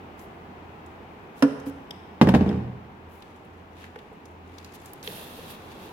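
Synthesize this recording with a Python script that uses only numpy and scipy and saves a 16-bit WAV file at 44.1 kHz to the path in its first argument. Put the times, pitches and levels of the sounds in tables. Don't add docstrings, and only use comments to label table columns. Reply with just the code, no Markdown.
import sys
import numpy as np
from scipy import signal
from scipy.fft import rfft, irfft, next_fast_len
from scipy.io import wavfile
from scipy.ndimage import uniform_filter1d

SR = 44100
rng = np.random.default_rng(int(sys.argv[2]) if len(sys.argv) > 2 else 0)


def dump_mix(stems):
    frames = np.atleast_2d(stems).T
    limited = np.clip(frames, -1, 1)
    pcm = np.round(limited * 32767).astype(np.int16)
    wavfile.write(sys.argv[1], SR, pcm)


N = 261287
TIME = np.arange(N) / SR

# [time_s, level_db]
HANDLING = [(3.1, -71), (3.3, -66.5), (3.55, -75), (4.0, -68.5), (4.4, -77.5), (4.55, -60), (5.019, -62)]


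def from_db(db):
    return 10 ** (np.asarray(db) / 20)


def rms_one(x):
    return x / np.sqrt(np.mean(x ** 2) + 1e-20)


def at_hz(points, hz):
    table_hz, values = np.array(points).T
    return np.interp(np.log(hz + 1e-9), np.log(table_hz), values)


def level(rows):
    return from_db(np.interp(TIME, *np.transpose(rows), left=-200, right=-200))


def pan(db):
    return from_db([[db / 2], [-db / 2]])


def convolve(x, response):
    return signal.fftconvolve(np.atleast_2d(x), np.atleast_2d(response), axes=-1)[:, :np.shape(x)[-1]]


def colour(x, spectrum, size=4096):
    gain_db = at_hz(spectrum, np.fft.rfftfreq(size, 1 / SR))
    cepstrum = irfft(np.log(from_db(gain_db)))
    cepstrum[1:size // 2] *= 2
    cepstrum[size // 2 + 1:] = 0
    return convolve(x, irfft(np.exp(rfft(cepstrum))))


def stereo_noise(size, width_db=0):
    # [pitch_hz, side_over_mid_db]
    side_width = [(60, -6), (130, -23.5), (290, -10.5), (640, -5), (1300, 2), (3000, -0.5), (15000, 0.5)]
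    mid, side = rfft(rng.standard_normal((2, size)))
    width = from_db(width_db + at_hz(side_width, np.fft.rfftfreq(size, 1 / SR)))
    return irfft(np.array([mid + width * side, mid - width * side]) / np.sqrt(1 + width ** 2), size)


def steady_noise(spectrum):
    white = stereo_noise(next_fast_len(N + SR // 10))
    return rms_one(colour(white, spectrum)[:, -N:])


def band_noise(hz, spread, size):
    edges_hz = [hz / spread, min(hz * spread, .45 * SR)]
    band = signal.butter(1, edges_hz, "band", fs=SR, output="sos")
    return rms_one(signal.sosfilt(band, stereo_noise(next_fast_len(size))[:, :size]))


def grains(depth_db, size):
    wander = rms_one(uniform_filter1d(rng.standard_normal(size), size=110))
    return rms_one(from_db(depth_db * wander))


def fade(t, t60):
    return np.exp(-np.log(1000) * t / t60)


def add(track, s, sound):
    start = round(s * SR)
    track[..., start:start + sound.shape[-1]] += sound[..., :N - start]


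def dying_noise(t60s, size, width_db=0):
    hz, noise = np.fft.rfftfreq(size, 1 / SR), rfft(stereo_noise(size, width_db))
    centres_hz = np.geomspace(62.5, 16000, 9)
    out = 0
    for centre, pick in zip(centres_hz, np.eye(len(centres_hz))):
        share = at_hz(np.c_[centres_hz, pick], hz)
        out = out + irfft(noise * share, size) * fade(TIME[:size], at_hz(t60s, centre))
    return out


def ring(modes, swell=False):
    t, out = TIME[:SR // 2], 0
    for k, (hz, db, t60) in enumerate(modes):
        rise = np.e * np.log(1000) * t / t60 if swell else 1
        out = out + (-1) ** k * from_db(db) * rise * fade(t, t60) * np.sin(2 * np.pi * hz * t)
    return out


def strikes(rows, response):
    out = np.zeros((2, N))
    for s, db in rows:
        add(out, s, from_db(db) * response)
    return out


def cracks(rows, spectrum, t60s, snap_db, width_db=-3.0):
    out = np.zeros((2, N))
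    for s, db in rows:
        burst = dying_noise(t60s, size=8192, width_db=width_db)
        burst[:, 0] -= from_db(snap_db)
        add(out, s, from_db(db) * burst)
    return colour(out, spectrum)


def ventilation(boom_hz=85.24, boom_t60=0.97, boom_db=-56):
    # [pitch_hz, relative_db_per_hz]
    air_spectrum = [(25, -33), (45, -7), (125, -4.5), (190, -1), (300, -2.5), (430, -2.5), (560, -9.5),
                    (830, -4), (1250, -11), (1800, -16), (2600, -18.5), (4300, -33), (8800, -46.5),
                    (15000, -42)]
    # [time_s, level_db]
    air_level = [(0, -44), (2.1, -45), (3.4, -47.5), (4.4, -47.5), (5.92, -44)]
    air = from_db(np.interp(TIME, *np.transpose(air_level))) * steady_noise(air_spectrum)
    standing_wave = ring([(boom_hz, 0, boom_t60)])
    boom = rms_one(convolve(rng.standard_normal(N + SR), standing_wave)[:, -N:])
    return air + from_db(boom_db) * boom


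def garage(x, build_s=0.0088):
    # [pitch_hz, t60_s]
    room_t60 = [(80, 1.4), (250, 0.78), (1000, 1.0), (4000, 0.94), (10000, 0.7), (16000, 0.01)]
    # [pitch_hz, level_db]
    room_level = [(40, -11), (90, -5), (180, -11), (280, -10.5), (500, -5.5), (1500, -9), (5000, -11.5),
                  (14000, -5.5)]
    tail = dying_noise(room_t60, size=65536)
    tail = tail * (1 - np.exp(-(TIME[:tail.shape[1]] / build_s) ** 2))
    energy = SR * at_hz(room_t60, 1000) / (2 * np.log(1000))
    return convolve(x, colour(tail / np.sqrt(energy), room_level))


def cable(grain_db=1.0, hiss_grain_db=1.5, hiss_pan_db=-6.5):
    # [time_s, level_db]
    slide_speed = [(5.035, -52.5), (5.171, -49), (5.275, -56.5), (5.477, -58), (5.505, -49.5), (5.579, -68),
                   (5.765, -68), (5.847, -61), (5.92, -69.5)]
    # [pitch_hz, relative_db]
    bodywork = [(50, 1), (90, 11.5), (300, 6), (400, 2), (520, 10.5), (800, 0), (1200, 2.5), (1500, -3),
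                (1780, 2.5), (2200, -6), (2750, 4.5), (2950, -3), (3400, 4), (4250, -2), (4800, -6),
                (12000, -18)]
    # [pitch_hz, relative_db]
    sheath = [(2000, -9), (3400, 2), (5200, -9), (8600, -7), (9500, 3), (10000, 0), (12300, 5.5),
              (14000, -4), (15200, -1.5), (16000, -4)]
    hiss_over_curve_db, body_db, body_follows = 3.5, -48, 0.48
    s, speed_db = np.transpose(slide_speed)
    body_curve = np.c_[s, body_db + body_follows * (speed_db - speed_db.mean())]
    body = level(body_curve) * steady_noise(bodywork)
    hiss = from_db(hiss_over_curve_db) * level(slide_speed) * steady_noise(sheath) * pan(hiss_pan_db)
    return body * grains(grain_db, N) + hiss * grains(hiss_grain_db, N)


def gloves(spread=1.85, grain_db=2.5, pan_db=2.5, rustle_hz=3000):
    # [middle_s, length_s, level_db, centre_hz]
    rubs = [(0.218, 0.1, -56, 9000), (1.39, 0.082, -55.5, 5970), (1.681, 0.054, -49.5, 7950),
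            (3.149, 0.14, -60, 11000), (3.82, 0.15, -54, 2660), (4.751, 0.039, -47, 6900),
            (4.866, 0.12, -57, 8000), (5.717, .04, -52, 3500)]
    out = level(HANDLING) * grains(grain_db, N) * band_noise(rustle_hz, spread, N)
    t = TIME[:SR // 2]
    for s, length, db, hz in rubs:
        speed = np.sin(np.pi * np.minimum(t / length, 1))
        rub = speed * grains(grain_db, len(t)) * band_noise(hz, spread, len(t))
        add(out, s - length / 2, from_db(db) * rub)
    return out * pan(pan_db)


def slips(count=18, over_rustle_db=8.5, centre_hz=7000, scatter_db=4.0, scatter_octaves=.4, pan_db=-1.0):
    times, busy_db = np.transpose(HANDLING)
    s = rng.uniform(times[0], times[-1], count)
    strength, pitch, side = rng.uniform(-0.82, 1, (count, 3)).T
    slip_db = np.interp(s, times, busy_db) + over_rustle_db + scatter_db * strength
    return np.c_[s, slip_db, centre_hz * 2 ** (scatter_octaves * pitch), pan_db * side]


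def ticks(spread=1.23, rise_s=0.00065, size=4096):
    # [time_s, level_db, centre_hz, left_right_db]
    tick_rows = [(.192, -44, 7040, 2), (.861, -53, 7000, 4), (1.598, -46, 6000, -1),
                 (2.290, -30, 10300, -2), (3.222, -41, 3400, 2), (3.84, -40, 1890, 0.5),
                 (3.9579, -41, 1590, 2), (3.988, -45.5, 3080, 4), (4.2544, -46.5, 6000, 5.5),
                 (4.5825, -35.5, 4530, 3.5), (4.645, -36.5, 5100, -2), (4.858, -36, 7800, 0),
                 (4.9330, -31.5, 13500, -4), (5.028, -33, 5550, -2), (5.0747, -23, 3360, -3)]
    reference_t60_s, reference_db, halves_db = .028, -38, 17.5
    out, t = np.zeros((2, N)), TIME[:size]
    for s, db, hz, pan_db in np.vstack([tick_rows, slips()]):
        t60 = reference_t60_s * 2 ** ((reference_db - db) / halves_db)
        burst = band_noise(hz, spread, size) * fade(t, t60) * (1 - np.exp(-t / rise_s))
        add(out, s, burst * from_db(db) * pan(pan_db))
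    return out


def wires():
    # [pitch_hz, gain_db]
    loom = [(1000, 6), (1900, 6), (3200, 2.5), (5200, -4), (7000, -3.5), (9000, -6.5), (11500, 1.5),
            (14000, -3.5), (16000, -1)]
    return colour(ticks() + gloves(), loom)


def bumps():
    # [time_s, level_db]
    bump_rows = [(3.960, -34), (4.115, -41.5), (5.0765, -32.5), (5.387, -36.5)]
    # [pitch_hz, level_db, t60_s]
    housing = [(432, 1, 0.054), (494, 0, 0.047), (850, -5.5, 0.027)]
    return strikes(bump_rows, ring(housing))


def pivot(scrape_t60=0.016, size=2048):
    # [time_s, level_db]
    clinks = [(1.9075, -25.5), (2.29, -28), (2.4904, -34.5)]
    # [pitch_hz, level_db, t60_s]
    steel_modes = [(1950, -7.5, 0.012), (3110, -1, 0.011), (3560, -1.5, 0.0078), (5040, -5.5, .011),
                   (5500, -5, 0.0083), (8400, -10.5, 0.0057), (10600, -17, .006), (11950, -15.5, 0.0063)]
    out = np.zeros((2, N))
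    for s, db in clinks:
        scrape = stereo_noise(size=size) * fade(TIME[:size], scrape_t60)
        scrape = scrape / np.linalg.norm(scrape, axis=1, keepdims=True)
        add(out, s, from_db(db) * scrape)
    return convolve(out, ring(steel_modes))


def release():
    # [time_s, ring_db, crack_db]
    releases = np.array([(1.4236, -7.5, -0.5), (1.664, -25.5, -27.5)])
    # [pitch_hz, level_db, t60_s]
    panel = [(146.5, -20.5, 0.091), (233, -15, 0.087), (276.6, -1, 0.098), (426.6, -23, 0.17),
             (506, -13, 0.076)]
    # [pitch_hz, gain_db]
    jaw_crack = [(150, -27), (500, 1.5), (900, -7.5), (1350, -2), (2100, -16), (2800, -14.5), (4200, -23.5),
                 (5200, -18), (7200, -31.5), (10000, -24), (16000, -41)]
    crack_t60s = [(500, 0.11), (2000, 0.077), (8000, 0.052)]  # pitch_hz, t60_s
    crack = cracks(releases[:, [0, 2]], jaw_crack, crack_t60s, snap_db=5)
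    return crack + strikes(releases[:, :2], ring(panel, swell=True))


def rocking(count=14, start_s=2.462, gap_s=.0165, jitter_s=.0008):
    push_db, crack_db, hold_s, loss_db_per_s = -9.5, -28, 0.035, 115
    age = gap_s * np.arange(count)
    loss_db = loss_db_per_s * np.maximum(age - hold_s, 0)
    s = start_s + age + jitter_s * rng.standard_normal(count)
    return np.c_[s, push_db - loss_db, crack_db - loss_db]


def landing(radiation_hz=110):
    # [time_s, push_db, crack_db]
    impacts = [(2.2135, 4, -2), (2.2212, -4, -19), (2.2724, -1, -16.5), (2.2883, -4, -10),
               (2.340, 1.5, -12), (2.348, -6, -8.5), (2.361, -9.5, -21), (2.409, -2.5, -21.5)]
    # [pitch_hz, level_db, t60_s]
    cover = [(94, -23, 0.28), (121.8, -25.5, 0.43), (157, -18.5, 0.29), (180, -12.5, .19),
             (218.6, -2.5, 0.053), (251, -19, 0.17), (285.4, -11, 0.066), (356.6, -20.5, 0.12),
             (407.4, -23, 0.18), (463, -21, 0.15), (600, -28, 0.077), (691, -23, 0.089), (800, -23, 0.09),
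             (1010, -41, 0.087), (1215, -24, 0.12), (1690, -13, 0.089)]
    # [pitch_hz, gain_db]
    cover_crack = [(200, -20.5), (500, 8), (900, 5.5), (1300, -1), (1750, -1.5), (2500, -7.5), (3250, -11),
                   (4200, -17.5), (6000, -25), (8500, -36), (10500, -32.5), (16000, -39)]
    # [time_s, level_db]
    settling = [(2.23, -6), (2.345, -4), (2.39, -5)]
    # [pitch_hz, level_db, t60_s]
    sway = [(41.6, -40, 0.31), (81.2, -18, 0.18)]
    contact_s, doubles_db = .001, 27.5
    force, blows = np.zeros(N), np.vstack([impacts, rocking()])
    for s, push_db, crack_db in blows:
        contact = contact_s * 2 ** (-crack_db / doubles_db)
        pulse = np.sin(np.pi * np.minimum(TIME[:SR // 20] / contact, 1)) ** 2
        add(force, s, from_db(push_db) * pulse / pulse.sum())
    radiation = signal.butter(2, radiation_hz, "high", fs=SR, output="sos")
    thump = signal.sosfilt(radiation, convolve(force, ring(cover)))
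    crack_t60s = [(500, 0.076), (2000, 0.046), (8000, 0.11)]  # pitch_hz, t60_s
    crack = cracks(blows[:, [0, 2]], cover_crack, crack_t60s, snap_db=19.0)
    return thump + crack + strikes(settling, ring(sway, swell=True))


def scene(mic_lag_s=.0001):
    # [pitch_hz, left_right_db]
    lean = np.array([(60, 0.5), (380, -2.5), (700, 0.5), (1300, -0.5), (2400, 4), (4400, 3.5), (8000, 7.5),
                     (14000, -4)])
    knocks = release() + landing() + bumps()
    steel, wire_sound = pivot(), wires()
    left, right = knocks + steel
    near = np.array([np.interp(TIME - mic_lag_s, TIME, left), right])
    left, right = near + garage(knocks + steel + wire_sound) + ventilation()
    leaning = np.vstack([colour(left, lean * [1, .5]), colour(right, lean * [1, -.5])])
    return leaning + wire_sound + cable()


def record(dry, cutoff_hz=16000):
    clipped = np.clip(dry, -1, 1)
    low_pass = signal.ellip(10, .1, 80, cutoff_hz, fs=SR, output="sos")
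    return signal.sosfilt(low_pass, clipped)


dry = scene()
out = record(dry)
dump_mix(out)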